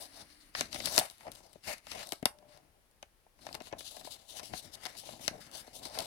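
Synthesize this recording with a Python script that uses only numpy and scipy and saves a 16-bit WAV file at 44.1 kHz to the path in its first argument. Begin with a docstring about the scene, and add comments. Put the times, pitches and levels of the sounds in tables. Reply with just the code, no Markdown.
"""In a small room, hands slide over and pull at newspaper wrapped round a cardboard box, left of a stereo microphone.
Sliding is modulated friction noise; snapping creases and knocks on the box are short decaying noise bursts.
Both excite five resonant parts (thud, box, fold, crisp, fizz), whose sound reaches the right port later and shaded.
A thin box-wall tone, a short room tail, a faint whirr at the start and a quiet hush complete the scene."""
import sys
import numpy as np
from scipy import signal
from scipy.fft import rfft, irfft, next_fast_len
from scipy.io import wavfile
from scipy.ndimage import uniform_filter1d

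SR = 44100
rng = np.random.default_rng(int(sys.argv[2]) if len(sys.argv) > 2 else 0)


def invert_db(x):
    """Field ratio 10**(x/20) for x, a level in decibels (scalar or array-like)."""
    u = np.asarray(x, float) / 20
    return 10 ** u


def unload_audio(sound):
    """Save the sound as a 16-bit wav file, at the path given as the first command line argument."""
    columns = np.transpose(np.atleast_2d(sound))
    # keep every value between -1 and 1, then stretch to whole-number steps
    steps = np.round(np.clip(columns, -1, 1) * 32767)
    wavfile.write(sys.argv[1], SR, steps.astype(np.int16))


N = 267226
T = np.arange(N) / SR
SIZE = next_fast_len(N + SR)
HZ = np.maximum(np.arange(SIZE // 2 + 1) * SR / SIZE, 1)

# Path to the shaded right port; its treble comes mostly from other spots of the sheet.
# One row per part (thud, box, fold, crisp, fizz): (lag behind the left [s], likeness to the left [0-1])
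RIGHT_PORT = [(.0002, 1), (.0003, 0.7), (.00046, 0), (.0005, 0.4), (.0005, 0.6)]


def shape(points, hz):
    """Spectral envelope: (frequency [Hz], value) points are interpolated on a log-frequency axis."""
    f, v = np.transpose(points)
    return np.interp(np.log(hz), np.log(f), v)


def walk(rate):
    """Slow random modulation: levels held for 1 / rate [s] and slewed twice; spread near 1."""
    k = int(SR / rate)
    held = np.repeat(rng.standard_normal(N // k + 1), k)
    return 1.56 * uniform_filter1d(uniform_filter1d(held, k), k)[:N]


def pair(spectra, bass_like=0.55):
    """Diffuse-field coherence: two noises are made alike in the bass, unrelated in the treble."""
    like = bass_like / (1 + (HZ / 600) ** 2)
    mid, side = spectra * np.sqrt([1 + like, 1 - like])
    return np.array([mid + side, mid - side]) / np.sqrt(2)


def hush():
    """Stationary noise: the quiet air of the room and the microphone's own hiss, stronger on the left."""
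    # noise colour: (frequency [Hz], relative spectral density [dB per Hz])
    hush_colour = [(15, -32), (25, 6.5), (236, -12.5), (293, -11.5), (405, -11.5), (560, -12.5),
                   (1610, -17), (5140, -21.5), (7510, -25.5), (10100, -20), (16000, -28.5)]
    spectra = rfft(rng.standard_normal((2, SIZE))) * invert_db(shape(hush_colour, HZ))
    air = irfft(pair(spectra), SIZE)[:, :N]
    level_db = -69.5 + 0.5 * walk(2.0) + np.array([[1.8], [-1.8]])
    return air * invert_db(level_db) / np.std(air)


def whirr():
    """Resonant filtering: noise in a few narrow resonances."""
    # resonances: (centre frequency [Hz], bandwidth [Hz], relative level [dB])
    resonances = [(297, 31, 2), (1990, 700, -8.5), (2820, 120, -13.5), (4350, 280, -9.5), (9300, 560, -9),
                  (10600, 68, -12.5)]
    # loudness before the tilt to the left: (time [s], level [dB])
    whirr_level = [(0, -62), (.3, -66.5), (.5, -66), (.56, -94)]
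    colour = sum(invert_db(db) / (1 + 2j * (HZ - hz) / width) for hz, width, db in resonances)
    tone = irfft(pair(rfft(rng.standard_normal((2, SIZE))) * colour), SIZE)[:, :N]
    level_db = np.interp(T, *np.transpose(whirr_level)) + np.array([[2.5], [-2.5]])
    return tone / np.std(tone) * invert_db(level_db)


def room():
    """Reverberation: dense echoes from about 1 ms on, each band decaying exponentially at its own rate."""
    # decay by band: (centre frequency [Hz], reverberation time T60 [s], relative level [dB])
    bands = [(59.8, 0.1, -10), (250, 0.04, 1.5), (1000, 0.21, -0.5), (3930, 0.11, 2.5), (9000, 0.18, 0.5),
             (16000, 0.084, -1)]
    t = np.arange(SR // 2) / SR
    hz = np.maximum(np.arange(len(t) // 2 + 1) * SR / len(t), 1)
    noise, tail = rfft(rng.standard_normal((2, len(t)))), 0
    for centre, t60, db in bands:
        share = shape([(row[0], row[0] == centre) for row in bands], hz)
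        tail = tail + invert_db(db) * irfft(noise * share, len(t)) * 1000.0 ** (-t / t60)
    tail = tail * (1 - np.exp(-(t / 0.001) ** 2))
    tail = tail * invert_db(-11.5) / np.sqrt(np.sum(tail ** 2) / 2)  # tail energy per port [dB]
    return pair(rfft(tail, SIZE), 1.0)


def both_ports(noise):
    """Partial coherence: two noises become each part's drive at both ports, (parts, ports, samples)."""
    like = np.array(RIGHT_PORT)[:, 1:]
    left = noise[0] + 0 * like
    right = like * noise[0] + np.sqrt(1 - like ** 2) * noise[1]
    return np.stack([left, right], axis=1)


def ringing(points):
    """Minimum phase: the folded cepstrum of a (Hz, dB) colour gives its causal response; unit power gain."""
    hz = np.maximum(np.linspace(0, SR / 2, 2049), 1)
    colour_db = shape([(1, -50)] + points + [(SR / 2, -80)], hz)
    cepstrum = irfft(np.log(invert_db(colour_db)))
    cepstrum[1:2048] *= 2
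    cepstrum[2049:] = 0
    response = irfft(np.exp(rfft(cepstrum)))
    return response / np.sqrt(np.sum(response ** 2))


def squeak():
    """Friction-driven vibration: the box wall sings a thin, nearly steady tone as a finger drags on it."""
    # tone before ports and room, silent at both ends: (time [s], frequency [Hz], rms level [dB])
    tone_path = [(2.29, 598, -80), (2.32, 597, -69), (2.45, 596, -67), (2.48, 595, -70), (2.508, 597, -64),
                 (2.55, 595, -71), (2.57, 594, -80)]
    s, hz, db = np.transpose(tone_path)
    gain = np.interp(T, s, invert_db(db) * (s > s[0]) * (s < s[-1]))
    phase = 2 * np.pi * np.cumsum(np.interp(T, s, hz)) / SR
    return np.sqrt(2) * gain * np.sin(phase)


def taken_up(rows, takes):
    """Modal excitation: the level [dB] each part takes up from rows of (level [dB], further columns)."""
    rows = np.array(rows)
    return rows[:, :1] + takes[0] + rows[:, 1:] @ np.array(takes[1:])


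def swells(rows, takes):
    """Incoherent addition: the powers of rounded rises and falls sum to one power curve per part."""
    t = T[::64]
    s, rise, fall = np.array(rows)[:, :3].T[..., None]
    away = np.where(t < s, (s - t) / rise, (t - s) / fall)
    flat = 2.4  # the larger, the flatter the top
    # one rise or fall time from the peak the level is 12 / 1.3 dB down; far out the slope is straight
    drop_db = 12 * away ** flat / (1 + 0.3 * away ** (flat - 1))
    peak_power = invert_db(taken_up(np.array(rows)[:, 3:], takes)).T ** 2
    power = peak_power @ invert_db(-drop_db) ** 2
    return np.array([np.interp(T, t, p) for p in power])


def presses():
    """Contact force: the hand presses and drags on the box, giving a power curve for each part."""
    # presses: (time of the peak [s], rise [s], fall [s], drive level [dB], weight [dB])
    press_rows = [(0.005, 0.222, 0.08, -55.5, -10.5), (0.186, 0.074, 0.11, -62.5, -5.5),
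                  (0.597, 0.038, 0.058, -50.5, -2.4), (0.872, 0.167, 0.1, -51.5, -2.5),
                  (0.983, 0.03, 0.065, -44.5, -11), (1.22, 0.032, 0.048, -66.5, -1.5),
                  (1.275, 0.016, 0.067, -55, -3), (1.549, 0.23, 0.038, -69.5, -3.8),
                  (1.682, 0.03, 0.068, -49, -8.5), (1.88, 0.013, 0.045, -57, -10),
                  (1.968, 0.097, 0.11, -53.5, -7.5), (2.493, 0.23, 0.28, -70.5, -3),
                  (3.52, 0.1, 0.14, -55, -4), (3.726, 0.011, 0.12, -59, -3.5),
                  (4.063, 0.16, 0.18, -62, -5.5), (4.404, 0.12, 0.13, -58.5, -7),
                  (4.533, 0.041, 0.028, -54, -1.7), (4.667, 0.052, 0.043, -59, -4.5),
                  (4.881, 0.17, 0.118, -58, -7.8), (5.133, 0.12, 0.059, -57.5, -3.5),
                  (5.315, 0.16, 0.14, -55.5, -2), (5.592, 0.15, 0.04, -55, -8),
                  (5.862, 0.2, 0.036, -56, -6), (6.024, 0.11, 0.27, -50, -4.6)]
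    # take-up by thud, box, fold, crisp, fizz: rows are offset [dB], then slope on weight [dB per dB]
    press_takes = [(-.5, -0.41, -13.5, -29.5, -40.5), (1.1, -0.0094, -1.1, -1.2, -2.9)]
    return swells(press_rows, press_takes)


def strokes():
    """Sliding friction: fingers slide over the paper, giving a power curve for each part."""
    # strokes: (time of the peak [s], rise [s], fall [s], drive level [dB], brightness [dB])
    stroke_rows = [(0.016, 0.021, 0.061, -52.5, 23), (0.208, 0.073, 0.02, -52.5, 0),
                   (0.37, 0.38, 0.13, -66, 1.2), (0.576, 0.023, 0.062, -43, -3),
                   (0.611, 0.058, 0.08, -58, -8), (0.739, 0.028, 0.33, -49.5, 1),
                   (0.861, 0.018, 0.034, -42, 2), (0.991, 0.1, 0.032, -38, 3),
                   (1.022, 0.004, 0.076, -51, 1.5), (1.226, 0.04, 0.074, -62, -3),
                   (1.323, 0.012, 0.089, -60.5, 1.5), (1.458, 0.033, 0.14, -68, 1.5),
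                   (1.645, 0.0063, 0.042, -53, -9), (1.685, 0.035, 0.067, -45.5, -4),
                   (1.727, 0.043, 0.016, -47.5, -5), (1.91, 0.004, 0.04, -56, 1),
                   (1.927, 0.067, 0.033, -52.5, -2), (2.021, 0.062, 0.033, -50, -4.2),
                   (2.069, 0.016, 0.099, -57.5, 12), (2.127, 0.007, 0.017, -57, 0),
                   (2.506, 0.025, 0.1, -69, -7), (2.573, 0.012, 0.027, -74.5, -2.5),
                   (3.47, 0.071, 0.04, -62, -2.5), (3.545, 0.088, 0.029, -59.5, 9),
                   (3.669, 0.048, 0.031, -54.5, 1), (3.724, 0.022, 0.021, -70, -13.6),
                   (3.793, 0.007, 0.037, -50, 10), (3.884, 0.074, 0.11, -53, 8),
                   (3.996, 0.014, 0.015, -59, 11), (4.068, 0.026, 0.022, -51, 0),
                   (4.122, 0.021, 0.032, -49.4, 7), (4.206, 0.051, 0.059, -64, -0.5),
                   (4.322, 0.051, 0.035, -54, 9), (4.383, 0.027, 0.02, -48, 2),
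                   (4.46, 0.031, 0.04, -51, 11), (4.585, 0.05, 0.019, -48, 8),
                   (4.635, 0.013, 0.064, -59.5, 4), (4.748, 0.021, 0.0084, -52, 10),
                   (4.846, 0.051, 0.093, -54.5, -2), (4.995, 0.032, 0.036, -51.1, 12),
                   (5.078, 0.043, 0.099, -53, 3.5), (5.221, 0.013, 0.073, -49, 2.5),
                   (5.282, 0.084, 0.043, -70, 0.9), (5.358, 0.026, 0.098, -65, 0),
                   (5.416, 0.014, 0.066, -56, 0), (5.575, 0.049, 0.039, -48, 17),
                   (5.66, 0.11, 0.087, -62.5, 1), (5.762, 0.025, 0.034, -51, 28),
                   (5.85, 0.023, 0.032, -47, 1), (6.034, 0.11, 0.058, -47, -1)]
    # take-up by thud, box, fold, crisp, fizz: rows are offset [dB], then slope on brightness [dB per dB]
    stroke_takes = [(-24, -15, -5.5, -2, -5.5), (-0.4, -0.3, -1.03, 0.0765, 0.23)]
    return swells(stroke_rows, stroke_takes)


def fibres(rate, spread):
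    """Stick-slip: fibres catch and let go, so noise jumps in loudness in tiny decaying slips; rms 1."""
    chance = rng.random((N, 2))
    height_db = -spread * np.log(1 - chance[:, 1])
    slips = (chance[:, 0] < rate / SR) * 10 ** (height_db / 20)
    grip = 2.9 + signal.lfilter([1], [1, -np.exp(-1 / (0.006 * SR))], slips)  # 6 ms decay
    hiss = grip * invert_db(0.86 * walk(45)) * rng.standard_normal((2, N))
    # an echo off the moving hand draws soft bands that wander
    lag_s = 0.00035 * np.exp(0.36 * walk(4))
    echo = np.array([np.interp(T - lag_s, T, h) for h in hiss])
    hiss = hiss + 0.32 * echo
    return hiss / np.std(hiss)


def sliding(part_db):
    """Common excitation: one friction noise drives all parts; each part also wavers alone."""
    # how patchily thud, box, fold, crisp, fizz take up the sliding: waver depth [dB]
    waver = [1.4, 3.6, 1.2, .9, 0.9]
    gains = np.array([invert_db(db + depth_db * walk(30)) for db, depth_db in zip(part_db, waver)])
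    return gains[:, None] * both_ports(fibres(rate=200.0, spread=2.5))  # slips per s, mean slip height dB


def part_events(rows, takes):
    """Impulsive excitation: rows of (time [s], level at each part [dB])."""
    part_levels = taken_up(np.array(rows)[:, 1:], takes)
    return [(row[0], *db) for row, db in zip(rows, part_levels)]


def knocks():
    """Impact: knocks on the box wall, as part events."""
    # knocks: (time [s], drive level [dB], weight [dB], paper against the knock [dB])
    knock_rows = [(0.746, -52.5, 4, -12), (0.7585, -42.5, -18, -0.5), (0.868, -51, 1, -16),
                  (1.0117, -32, -17, -11.8), (1.2072, -60, -13, 2), (1.2671, -43.5, -27, -9.0),
                  (1.279, -40.5, -9, -12.7), (1.4038, -60.5, -1.8, -13), (1.556, -52.5, -2, -18),
                  (1.9566, -47, -7, -21), (2.124, -50.5, 4.5, -6), (2.2267, -42.0, 3, -9.5),
                  (2.4245, -61, -16.3, -12), (3.264, -60.5, -9.0, -18.5), (3.3897, -66, -9, -2.5),
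                  (3.4881, -53.5, -5, 0), (3.51, -50, -11, -24.3), (3.6104, -48.2, -1, -9),
                  (3.714, -56, -11.3, -8), (3.7254, -40.5, -2.0, -7.5), (3.733, -38.5, -13, -17),
                  (4.0476, -55.5, 0, -7), (4.0717, -42.5, -30, -17), (4.5349, -39, -4.5, -6),
                  (4.96, -56, -16, -20), (5.0346, -51.5, -13, -14.1), (5.0884, -43, -11, -13.0),
                  (5.1353, -52.5, -11, -12.5), (5.2022, -64, -14.9, -12), (5.31, -60, 7.5, -15),
                  (5.3907, -51, -9.9, -24), (5.6771, -51.5, -3, -10.5), (5.856, -56.5, 4.5, -6),
                  (5.9525, -46, -17, -3.5), (5.9737, -39.5, -12, -8)]
    # take-up by thud, box, fold, crisp, fizz: offset [dB], slopes on weight and on paper [dB per dB]
    knock_takes = [(.3, .3, .3, -4.5, -13.5), (1.6, .05, .05, 0.1, 4.6), (0.063, 0.056, 1.1, 1.2, 1.7)]
    return part_events(knock_rows, knock_takes)


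def creases():
    """Sudden release of strain: creases that snap, as part events."""
    # creases: (time [s], drive level [dB], brightness [dB], box against the snap [dB])
    crease_rows = [(0.5498, -36.5, -49, -3.5), (0.595, -41, 1, -33), (0.6086, -32, 0, -3),
                   (0.7284, -40, 0, -16), (0.7448, -45, 2, -2), (0.802, -41.5, -19, -4.5),
                   (0.857, -34, 19, -22), (0.861, -39, 13, -12.5), (0.872, -38.5, -23, -2),
                   (0.9508, -43, -0.9, -4), (0.957, -48, 12, -6), (0.9628, -38.5, 23, -22),
                   (0.9713, -43, -4.9, -16), (0.9785, -22, 5.5, -7), (0.9882, -31.5, 19, -11.5),
                   (0.9953, -33, 14, -8), (1.0005, -40, 6, -11.5), (1.0995, -50, 15.5, -24.7),
                   (1.1102, -61, 12, -1), (1.174, -76, 16, -15), (1.181, -69, 21, -14),
                   (1.317, -54.5, 24, -18), (1.3225, -60.5, 14, -18), (1.3516, -59, 16.6, -18),
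                   (1.357, -59, 12, -15), (1.5303, -67.5, 15, -5), (1.535, -69, 15, -9),
                   (1.638, -60, -1, -8), (1.781, -63, 23, -19), (1.8681, -53.5, -7.3, 2.5),
                   (1.9163, -42.5, -2, -10), (2.0516, -67.8, 16, -4.6), (2.0708, -56, 14, -5.7),
                   (2.09, -53, 21, -18), (2.121, -38, 3.5, -4), (2.1313, -55, 13, 7),
                   (2.2553, -27.5, 7, -2.1), (2.3866, -66.5, 2, -7), (2.5734, -67, 5, -1),
                   (2.9119, -82.5, 17.5, -3), (3.0267, -52, -7.5, 2.5), (3.4661, -51, -10, 8),
                   (3.528, -48.5, 9, -23), (3.544, -48, -3, -1), (3.5499, -45.5, 0, 0.7),
                   (3.6033, -56, -14, 6), (3.62, -59, 7, -10), (3.67, -58.5, 1, 1), (3.784, -57, 11, -18),
                   (3.8063, -50, -2, -3), (3.966, -55.5, 1, 3.5), (4.0109, -59, -1, 4),
                   (4.388, -51.5, -4, -6), (4.395, -49.5, -5.6, -0.5), (4.401, -53, -6, -9),
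                   (4.432, -59, 0, -16), (4.4698, -69, 12.4, -5), (4.753, -58, 7.7, -6),
                   (4.853, -42, -2, -5), (4.86, -43, -12, -2), (4.866, -47.5, -1, 0), (4.9505, -62, -4, 5),
                   (5.1935, -63, -26, 0), (5.279, -29.5, -3.5, -6.5), (5.514, -61, 16, -12),
                   (5.8534, -45.5, 4, -6), (5.898, -55, -5, -18.4), (5.9876, -34.5, 14.5, -23),
                   (6.0035, -40, 6, -14)]
    # take-up by thud, box, fold, crisp, fizz: offset [dB], slopes on brightness and on box [dB per dB]
    crease_takes = [(-10.5, .3, -2.5, .3, -3.5), (0.27, 0.04, -0.11, .05, 0.76),
                    (0.57, 1.1, 0.46, .05, 0.52)]
    return part_events(crease_rows, crease_takes)


def snapping(rings):
    """Transient excitation: each crease or knock is a noise burst that dies within milliseconds."""
    # how hard a snap starts thud, box, fold, crisp, fizz: level [dB]
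    start_db = [1, 1, 2.06, -0.5, -1]
    # big soft parts are pushed for longer, in the same order: factor on the decay time [1]
    stretch = [1.8, 1.3, 2.5, 1, 0.97]
    t = np.arange(rings.shape[1]) / SR
    events = creases() + knocks()
    out = np.zeros((len(rings), 2, N + len(t)))
    ring_power = np.abs(rfft(rings)[:, None]) ** 2
    bursts = rng.uniform(-1, 1, (len(events), 2, len(t)))
    for (s, *part_db), noise in zip(events, bursts):
        # a boxy knock is a softer contact: longer, slower to rise, deeper in the bass
        crisp_over_box_db = part_db[3] - part_db[1]
        soft = 1 / (3.0 + np.exp((8.0 + crisp_over_box_db) / 4.3))  # 0 to 1/3
        t60 = (0.011 + 0.005 * soft) * np.array(stretch)[:, None, None]
        crack = 0.68 * 1000.0 ** (-t / (0.26 * t60))  # on top of the burst
        fade = 1000.0 ** (-t / t60) + crack
        burst = both_ports(noise) * (1 - np.exp(-t / (0.038 * t60))) * fade
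        highpass = signal.butter(2, 170.0 - 130.0 * soft, "highpass", fs=SR, output="sos")
        burst = signal.sosfilt(highpass, burst)
        # scale by the energy each part takes up, so that levels are rms over 5 ms
        energy = 2 * np.sum(ring_power * np.abs(rfft(burst)) ** 2, axis=2) / len(t)
        gains = invert_db(np.add(part_db, start_db))[:, None] * np.sqrt(0.005 * SR / energy)
        start = int(s * SR)
        out[..., start:start + len(t)] += gains[..., None] * burst
    return out[..., :N]


def scene():
    """Linear superposition: driven parts reach the left port first, and the room adds its tail."""
    # what the parts thud, box, fold, crisp, fizz ring with, each a list of (frequency [Hz], level [dB])
    part_colours = [
        [(25, -12), (60, -1.5), (130, -3), (290, -2.5), (420, -10.5), (700, -50.5)],
        [(250, -30.5), (480, -5), (620, 5.5), (740, 3), (880, 0), (1080, -9.5), (1800, -56)],
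        [(600, -28), (1100, -3), (1500, -0.5), (2100, 1), (2800, -3), (4500, -26)],
        [(1700, -37.5), (2900, -4), (4000, -0.5), (5000, -2), (6400, -9), (9500, -38.5)],
        [(4500, -38), (7200, -7.5), (9600, 0.5), (11500, -1.5), (13500, -5.5), (16200, -14.5), (17000, -47.5)],
    ]
    # the hands lean further left or back: (time [s], left over right [dB], added to the shadow)
    lean = [(0.0, -2.5), (0.38, -3.5), (0.76, 0.5), (1.14, -2.5), (1.52, 2.5), (1.9, 0), (2.28, 1),
            (2.66, 3), (3.04, -0.5), (3.42, 1.5), (3.8, 1), (4.18, 2.5), (4.56, 3.5), (4.94, 1.5),
            (5.32, 0.5), (5.7, -1.5)]
    # acoustic shadow at the right port: (frequency [Hz], left over right [dB], added to the lean)
    shadow = [(60, 9.5), (200, 8), (600, 8), (1300, 3.5), (2400, 8.5), (4400, 14.5), (8500, 18),
              (13000, 7.5)]
    sides = np.array([[0.5], [-0.5]])
    power = strokes() + presses() + 1e-14
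    rings = np.array([ringing(points) for points in part_colours])
    drive = invert_db(-1.5) * sliding(10 * np.log10(power)) + snapping(rings)
    drive = drive * invert_db(sides * np.interp(T, *np.transpose(lean)))
    paper = rfft(squeak(), SIZE)
    for part, ring, (lag_s, _) in zip(drive, rings, RIGHT_PORT):
        delay = np.exp(-2j * np.pi * HZ * np.array([[0], [lag_s]]))
        paper = paper + rfft(part, SIZE) * rfft(ring, SIZE) * delay
    direct = paper * invert_db(sides * shape(shadow, HZ))
    reverberant = paper[0] * room()  # driven by the left port's sound, before the shadow
    return irfft(direct + reverberant, SIZE)[:, :N] + whirr() + hush()


def band_limit(x):
    """A steep low-pass at the top of the band."""
    return signal.sosfilt(signal.butter(12, 16990, fs=SR, output="sos"), x)


def record(dry):
    """Signal chain: the finished mix passes through one last processing stage."""
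    return band_limit(dry)


dry = scene()
out = record(dry)
unload_audio(out)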